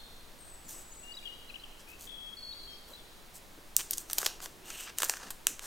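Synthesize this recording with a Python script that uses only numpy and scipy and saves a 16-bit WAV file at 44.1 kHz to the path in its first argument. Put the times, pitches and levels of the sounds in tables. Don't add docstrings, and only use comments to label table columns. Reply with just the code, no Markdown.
import sys
import numpy as np
from scipy import signal
from scipy.fft import rfft, irfft
from scipy.io import wavfile
from scipy.ndimage import uniform_filter1d

SR = 44100
rng = np.random.default_rng(int(sys.argv[2]) if len(sys.argv) > 2 else 0)


def dump_mix(stems):
    frames = np.atleast_2d(stems).T
    limited = np.clip(frames, -1, 1)
    pcm = np.round(limited * 32767).astype(np.int16)
    wavfile.write(sys.argv[1], SR, pcm)


N = 249606


def gain_of(db):
    return 10 ** (np.asarray(db) / 20)


def unit_rms(x):
    return x / np.sqrt(np.mean(x ** 2) + 1e-20)


def curve_at(points, hz):
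    f, value = np.transpose(points)
    return np.interp(np.log(hz + 1), np.log(f + 1), value)


def add(mix, start, sound):
    part = mix[..., max(round(start * SR), 0):][..., :sound.shape[-1]]
    part += sound[..., :part.shape[-1]]


def reverberation(x, t60s, gap_s, correlation, size):
    taps = rng.choice([-1., 1.], (2, size)) * (rng.random((2, size)) < .15)
    taps[:, :int(gap_s * SR)] = 0
    hz, t, spectra = signal.stft(taps, SR, nperseg=256)
    decay = gain_of(-60 * t / curve_at(t60s, hz)[:, None])
    mid, side = signal.istft(spectra * decay, SR)[1]
    side = side * np.sqrt((1 - correlation) / (1 + correlation))
    tail = np.array([mid + side, mid - side])
    return signal.fftconvolve(x[None], tail / np.linalg.norm(tail[0]), axes=1)[:, :len(x)]


# (frequency [Hz], relative spectral density [dB])
NOISE_SPECTRUM = [(6, -7.5), (15, 0.5), (25, -8), (38, -16.5), (52, -17.5), (64, -14.5), (82, -23),
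                  (180, -22.5), (350, -22.5), (540, -23.5), (1300, -27), (2500, -30.5), (4000, -32),
                  (5500, -34.5), (15800, -39)]
# (frequency [Hz], correlation [0-1])
NOISE_CORRELATION = [(30, 0.91), (100, 0.92), (250, 0.8), (500, 0.54), (2000, 0.32), (5000, 0.91),
                     (9000, 1), (15000, 1)]

def background(level_db=-52):
    hz = np.fft.rfftfreq(N, 1 / SR)
    left, independent = rfft(rng.standard_normal((2, N)))
    correlation = curve_at(NOISE_CORRELATION, hz)
    right = correlation * left + np.sqrt(1 - correlation ** 2) * independent
    spectra = np.array([left, right]) * gain_of(curve_at(NOISE_SPECTRUM, hz))
    return gain_of(level_db) * unit_rms(irfft(spectra, N))


# (time [s], level [dB])
HUM_SWELL = [(3.4, -83), (3.9, -65.5), (4.7, -62), (5.1, -82)]

def hum(centre_hz=352, width_hz=110):
    hz = np.fft.rfftfreq(N, 1 / SR)
    band = irfft(rfft(rng.standard_normal(N)) / (1 + (2 * (hz - centre_hz) / width_hz) ** 2), N)
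    level_db = np.interp(np.arange(N) / SR, *np.transpose(HUM_SWELL))
    return gain_of(level_db) * unit_rms(band)


def bird_note(length, first_hz, last_hz, db, rough, ease=0.318, waver_hz=170, flutter_db=2, trill_hz=48):
    u = np.linspace(0, 1, int(length * SR))
    waver, flutter = rng.standard_normal((2, SR // 2))
    hz = first_hz + (last_hz - first_hz) * (u + ease * u * (1 - u))
    hz = hz + waver_hz * rough * unit_rms(uniform_filter1d(waver, size=70))[:len(u)]
    level = gain_of(db + flutter_db * unit_rms(uniform_filter1d(flutter, size=900))[:len(u)])
    fade = signal.windows.tukey(len(u), min(0.018 / length, .6))
    trill = 1 + min(2 * rough, .5) * np.sin(2 * np.pi * trill_hz * length * u)
    return np.sqrt(2) * level * fade * trill * np.exp(2j * np.pi * np.cumsum(hz) / SR)


# (time [s], duration [s], starting pitch [Hz], level [dB])
BIRD_CALLS = [(0.383, 0.095, 8690, -53), (0.474, .09, 8230, -50), (.644, 0.06, 7370, -50),
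              (0.701, .11, 8220, -48.5), (0.9, .043, 7050, -54.5), (0.929, .12, 8210, -50)]
# (time [s], duration [s], starting pitch [Hz], final pitch [Hz], level [dB], roughness [0-1])
BIRD_WHISTLES = [(-.16, .17, 4270, 4220, -54, .4), (-.14, .12, 3960, 3450, -54.5, 0.66),
                 (1.03, 0.11, 2760, 2890, -57.5, 0), (1.235, 0.11, 2840, 2920, -54.5, .05),
                 (1.87, 0.097, 2440, 2680, -60.5, .5), (2.068, 0.049, 3350, 3500, -50.5, .8),
                 (2.10, 0.25, 3360, 3317, -51, 0.11), (2.365, 0.188, 4430, 4362, -50, .26),
                 (2.55, .12, 4560, 4485, -59, .25), (2.59, .089, 4120, 4110, -57.5, 0.21),
                 (2.67, 0.098, 3260, 3175, -56.5, 0.13), (2.70, .076, 5450, 5050, -62, .5),
                 (2.93, 0.039, 3990, 3980, -51.5, .2), (2.97, .05, 3550, 3470, -59, .3)]
# (time [s], starting pitch [Hz], final pitch [Hz], level [dB])
BIRD_CHIRPS = [(1.118, 4520, 4600, -55.5), (1.137, 3860, 3830, -50), (1.147, 4700, 4850, -54.5),
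               (1.167, 3990, 3760, -46), (1.182, 3930, 2930, -52), (1.223, 2280, 2600, -58),
               (1.252, 3180, 3380, -47.5), (1.27, 3400, 2600, -48), (1.488, 4160, 4070, -56),
               (1.496, 2930, 2310, -53), (1.538, 2347, 3300, -52.5), (1.553, 3500, 2380, -53.5),
               (1.594, 4050, 4110, -60), (1.635, 3610, 2380, -55), (2.522, 3700, 4000, -48.5)]
# (pitch [Hz], direct path gain [dB], left minus right [dB])
BIRD_PERCHES = [(2800, 3, 13), (3350, 0.5, 13), (3840, 2.5, 3.5), (4400, 2, 4), (7400, -6, 9)]
# (frequency [Hz], reverberation time [s])
OUTDOOR_T60 = [(2500, 1.64), (4200, 1.74), (8000, 0.78)]

def birds(level_db=-1, echo_db=-4, call_fall_hz=481, call_rough=0.29, chirp_s=0.0194, chirp_rough=0.26):
    calls = [(s, length, hz, hz - call_fall_hz, db, call_rough) for s, length, hz, db in BIRD_CALLS]
    chirps = [(s, chirp_s, first, last, db, chirp_rough) for s, first, last, db in BIRD_CHIRPS]
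    registers, paths, pans = np.transpose(BIRD_PERCHES)
    direct, sung = np.zeros((2, N + SR)), np.zeros(N + SR)
    for start, length, first, last, db, rough in calls + list(BIRD_WHISTLES) + chirps:
        note = bird_note(length, first, last, db, rough)
        hz = (first + last) / 2
        direct_db, pan_db = np.interp(hz, registers, paths), np.interp(hz, registers, pans)
        lag_s = np.array([[0], [1.1e-5 * pan_db]])
        heard = (note * np.exp(-2j * np.pi * hz * lag_s)).imag
        add(direct, start + 1, gain_of(direct_db + np.array([[pan_db / 2], [-pan_db / 2]])) * heard)
        add(sung, start + 1, note.imag)
    echo = reverberation(sung, OUTDOOR_T60, gap_s=0.017, correlation=0.07, size=60000)
    return gain_of(level_db) * (direct + gain_of(echo_db) * echo)[:, SR:]


# (centre time [s], duration [s], centre frequency [Hz], level [dB])
CAKE_PRESSES = [(0.662, 0.077, 190, -58.5), (0.759, 0.098, 320, -59), (2.915, .08, 420, -56.5),
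                (3.585, 0.037, 335, -54), (5.274, 0.14, 248, -57.5), (5.519, 0.11, 300, -54.5)]

def presses(width_octaves=0.88):
    out = np.zeros(N)
    for centre, length, hz, db in CAKE_PRESSES:
        size = int(length * SR)
        octaves = np.log2((np.fft.rfftfreq(size, 1 / SR) + 1) / hz)
        noise = rng.standard_normal(SR // 2)[:size]
        puff = irfft(rfft(noise) * np.exp(-(octaves / width_octaves) ** 2), size)
        add(out, centre - length / 2, gain_of(db) * unit_rms(puff) * np.hanning(size))
    return out


# (time [s], level [dB])
DRAG_ENVELOPE = [(4.63, -64), (4.67, -56), (4.71, -51), (4.75, -53), (4.80, -48), (4.89, -57), (4.93, -70)]
# (frequency [Hz], width [Hz], relative level [dB])
DRAG_RESONANCES = [(2830, 750, 2), (6200, 1700, -8), (13900, 1100, -14)]

def finger_drag(catch_db=1.0, bump_db=2):
    hz = np.fft.rfftfreq(N, 1 / SR)
    slips, grip = rng.standard_normal((2, N))
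    slips *= gain_of(catch_db * unit_rms(uniform_filter1d(grip, size=150)))
    slips *= gain_of(bump_db * unit_rms(uniform_filter1d(grip[::-1], size=900)))
    body = sum(gain_of(db) / np.sqrt(width) / (1 + 2j * (hz - f) / width) ** 2
               for f, width, db in DRAG_RESONANCES)
    level_db = np.interp(np.arange(N) / SR, *np.transpose(DRAG_ENVELOPE), left=-150, right=-150)
    return gain_of(level_db) * unit_rms(irfft(rfft(slips) * body, N))


def resonance(hz, centre_hz, dip_hz=None, q=.45, steepness=2.52, dip_db=-12, dip_octaves=0.36):
    ratio = (hz + 1) / centre_hz
    power = (1 + (q * (ratio - 1 / ratio)) ** 2) ** -steepness
    if dip_hz:
        detuning = np.log2((hz + 1) / dip_hz) / dip_octaves
        power *= 1 - (1 - gain_of(dip_db) ** 2) / (1 + detuning ** 2)
    return power / power.mean()


# (frequency [Hz], gain [dB])
CASE_RESPONSE = [(60, -26), (190, -9), (380, -1.5), (540, -4), (720, -2), (1100, -0.5), (1600, 1.5),
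                 (2250, -4), (2900, 1.5), (3700, -1.5), (4500, -1.5), (6100, 2.5), (8700, 2.5),
                 (11000, -3.5), (14000, 4), (16000, -8.5)]
# (time [s], gain [dB])
CASE_OPENING = [(4.2, 1), (4.9, 4), (5.6, 4.5)]

def paper_ring(time, crack_db, crack_hz, thump_db, dip_hz=None, thump_hz=800, size=2048):
    hz = np.fft.rfftfreq(size, 1 / SR)
    crack = gain_of(crack_db) ** 2 * resonance(hz, crack_hz, dip_hz)
    thump = gain_of(thump_db) ** 2 * resonance(hz, thump_hz)
    hollow_hz, width_hz = 1770, 760
    hollow_db = np.interp(time, *np.transpose(CASE_OPENING)) / (1 + (2 * (hz - hollow_hz) / width_hz) ** 2)
    log_gain = np.log(np.sqrt(crack + thump + 1e-10) * gain_of(curve_at(CASE_RESPONSE, hz) + hollow_db))
    mirrored = np.r_[log_gain, log_gain[-2:0:-1]]
    spectrum = np.exp(np.conj(signal.hilbert(mirrored)))[:len(hz)]
    return irfft(spectrum)[:size // 2]


def stroke(start, end, ring, grains_per_s, spread_db, hiss_gain, arch_db,
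           build_db=-0.5, catch_db=1.5, fade_s=.012, fold_db=2.5):
    t = np.arange(start - fade_s, end + fade_s, 1 / SR)
    hiss, slip, grip, folds = rng.standard_normal((4, SR // 2))[:, :len(t)]
    chance, strength = rng.random((2, SR // 2))[:, :len(t)]
    slips = np.sign(slip) * (chance < grains_per_s / SR) * gain_of(-spread_db * np.log(strength + 0.019))
    grip = unit_rms(uniform_filter1d(uniform_filter1d(grip, size=200), size=120))
    spectrum = rfft((unit_rms(slips) + hiss_gain * hiss) * gain_of(catch_db * grip))
    ripple = np.interp(np.linspace(0, 40, len(spectrum)), np.arange(41), folds[:41])
    drive = unit_rms(irfft(spectrum * gain_of(fold_db * ripple), len(t)))
    edge_s = np.minimum(t - t[0], t[-1] - t)
    pressure = np.sin(np.pi / 2 * np.clip(edge_s / min(2 * fade_s, end - start), 0, 1)) ** 2
    progress = np.linspace(-1, 1, len(t))
    speed = gain_of(arch_db * (1 / 3 - progress ** 2) + build_db * progress)
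    return t[0], signal.fftconvolve(drive * pressure * speed, ring)


# (start [s], end [s], level [dB], centre frequency [Hz], thump level [dB])
FINGER_RUBS = [(.683, .742, -47, 8100, -68), (0.729, .833, -55, 9000, -60.5),
               (1.792, 1.818, -58, 4700, -68), (1.881, 1.924, -55.5, 11000, -69),
               (1.993, 2.074, -51.5, 7500, -78), (2.871, 2.945, -58.5, 12000, -61),
               (3.342, 3.385, -50, 8800, -69), (3.983, 4.03, -52.5, 10500, -62),
               (4.416, 4.464, -45, 7000, -52.5), (4.649, 4.792, -52, 6640, -57),
               (4.766, 4.867, -49, 5370, -60), (4.861, 4.906, -47.5, 2400, -60),
               (5.19, 5.299, -52.5, 3300, -54.5), (5.617, 5.72, -47, 6450, -54)]

def rubbing(level_db=-1):
    out = np.zeros(N)
    for start, end, db, hz, thump_db in FINGER_RUBS:
        ring = paper_ring(start, db, hz, thump_db)
        add(out, *stroke(start, end, ring, grains_per_s=1100, spread_db=1.0, hiss_gain=.9, arch_db=6))
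    return gain_of(level_db) * out


# (start [s], end [s], crack level [dB], crack frequency [Hz], thump level [dB])
PEEL_PULLS = [(3.796, 3.808, -36.5, 3540, -50), (3.898, 3.945, -46.5, 5160, -62),
              (4.084, 4.19, -47, 6960, -57), (4.175, 4.237, -42.5, 6500, -48),
              (4.24, 4.282, -41.5, 6000, -48), (4.971, 5.07, -45, 5950, -55),
              (5.08, 5.125, -41.5, 10000, -54), (5.125, 5.178, -48.5, 6000, -52)]

def peeling(level_db=-1):
    out = np.zeros(N)
    for start, end, db, hz, thump_db in PEEL_PULLS:
        ring = paper_ring(start, db, hz, thump_db)
        add(out, *stroke(start, end, ring, grains_per_s=450, spread_db=3.5, hiss_gain=.35, arch_db=1.5))
    return gain_of(level_db) * out


# (time [s], crack level over 1 ms [dB],
# crack frequency [Hz], cancellation frequency [Hz], thump level [dB], decay time [s])
SNAPS_AND_SCRATCH = [(3.7658, -7.0, 14000, 11700, -51, 0.00057), (3.9094, -16.0, 14100, 7340, -51, 0.001),
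                     (3.9329, -25.0, 5440, 2700, -51, 0.0018), (3.937, -29, 7600, 15000, -56, 0.0011),
                     (3.9744, -31.0, 12200, 9400, -53, 0.0008), (3.9816, -23.0, 10000, 13000, -50, 0.0011),
                     (4.0998, -31.5, 3270, 2900, -42, 0.0019), (4.132, -19.5, 8700, 6800, -46, 0.00098),
                     (4.1828, -24, 4400, 5400, -36, 0.0015), (4.1842, -15.5, 8100, 8700, -30.5, 0.00054),
                     (4.1886, -25, 7600, 13900, -43, 0.0007), (4.216, -31.5, 6200, 1800, -43, 0.0013),
                     (4.23, -33.0, 9300, 9400, -26.5, 0.0014), (4.2488, -30, 8100, 12800, -49, 0.0016),
                     (4.254, -32.5, 5700, 15000, -51, 0.0006), (4.2615, -20, 6200, 8700, -33.5, 0.00067),
                     (4.264, -16.0, 4460, 7940, -26, 0.0013), (4.4032, -39.5, 2500, 3100, -41.5, 0.0013),
                     (4.459, -33, 4640, 8000, -38.5, 0.0018), (4.7025, -32, 3600, 3900, -46, 0.0028),
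                     (4.808, -35, 6200, 5400, -47, 0.0009), (4.9853, -20.5, 6200, 5000, -47, 0.0012),
                     (5.0025, -30.0, 6200, 12800, -34.5, 0.00092),
                     (5.0052, -28.5, 14000, 12800, -45, 0.0007), (5.0207, -23.0, 4400, 5400, -29, 0.00051),
                     (5.0225, -25, 5400, 5400, -32, 0.00088), (5.0312, -26.0, 3600, 4300, -39, 0.00059),
                     (5.0328, -21, 5000, 5400, -23, 0.00074), (5.0434, -24.5, 9300, 3900, -55, 0.00063),
                     (5.0477, -23, 10600, 9400, -53, 0.00089), (5.0965, -17, 4530, 3600, -27, 0.0012),
                     (5.1382, -32, 2200, 3600, -39, 0.00089), (5.3051, -27.5, 6900, 5800, -37.5, 0.0057),
                     (5.4693, -12.5, 5400, 4600, -32.5, 0.0005), (5.594, -33, 3620, 5000, -46, 0.00064)]

def snaps_and_scratch(level_db=-0.03, kick=1.45, rise_s=.00013, size=1024):
    out, lead = np.zeros(N), size // 8
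    t = np.maximum(np.arange(size) - lead, 0) / SR
    for time, crack_db, crack_hz, dip_hz, thump_db, decay_s in SNAPS_AND_SCRATCH:
        cracks = rng.standard_normal(size) * np.exp(-t / decay_s) * (1 - np.exp(-t / rise_s))
        cracks[lead + int(2 * rise_s * SR)] += kick
        spectrum = rfft(cracks)
        spectrum /= np.sqrt(uniform_filter1d(abs(spectrum) ** 2, size=37))
        burst = irfft(spectrum) * signal.windows.tukey(size, .2)
        ring = paper_ring(time, crack_db, crack_hz, thump_db, dip_hz)
        add(out, time - lead / SR - rise_s, signal.fftconvolve(burst, ring))
    return gain_of(level_db) * np.sqrt(SR / 1000) * out


# (frequency [Hz], reverberation time [s])
ROOM_T60 = [(300, 0.52), (1300, 0.3), (3500, 0.33), (8000, 0.32), (15000, 0.22)]

def scene(room_db=-14):
    direct, upward, sideways = (snaps_and_scratch() + peeling() + rubbing() + finger_drag()
                                for _ in range(3))
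    room = sum(reverberation(radiated, ROOM_T60, gap_s=0.0018, correlation=1.0, size=20000)
               for radiated in (upward, sideways))
    return direct + gain_of(room_db) * room + presses() + birds() + background() + hum()


def record(dry):
    lowpass = signal.firwin(301, 16000, window=("kaiser", 7), fs=SR)
    return signal.oaconvolve(dry, lowpass[None], "same")


dry = scene()
out = record(dry)
dump_mix(out)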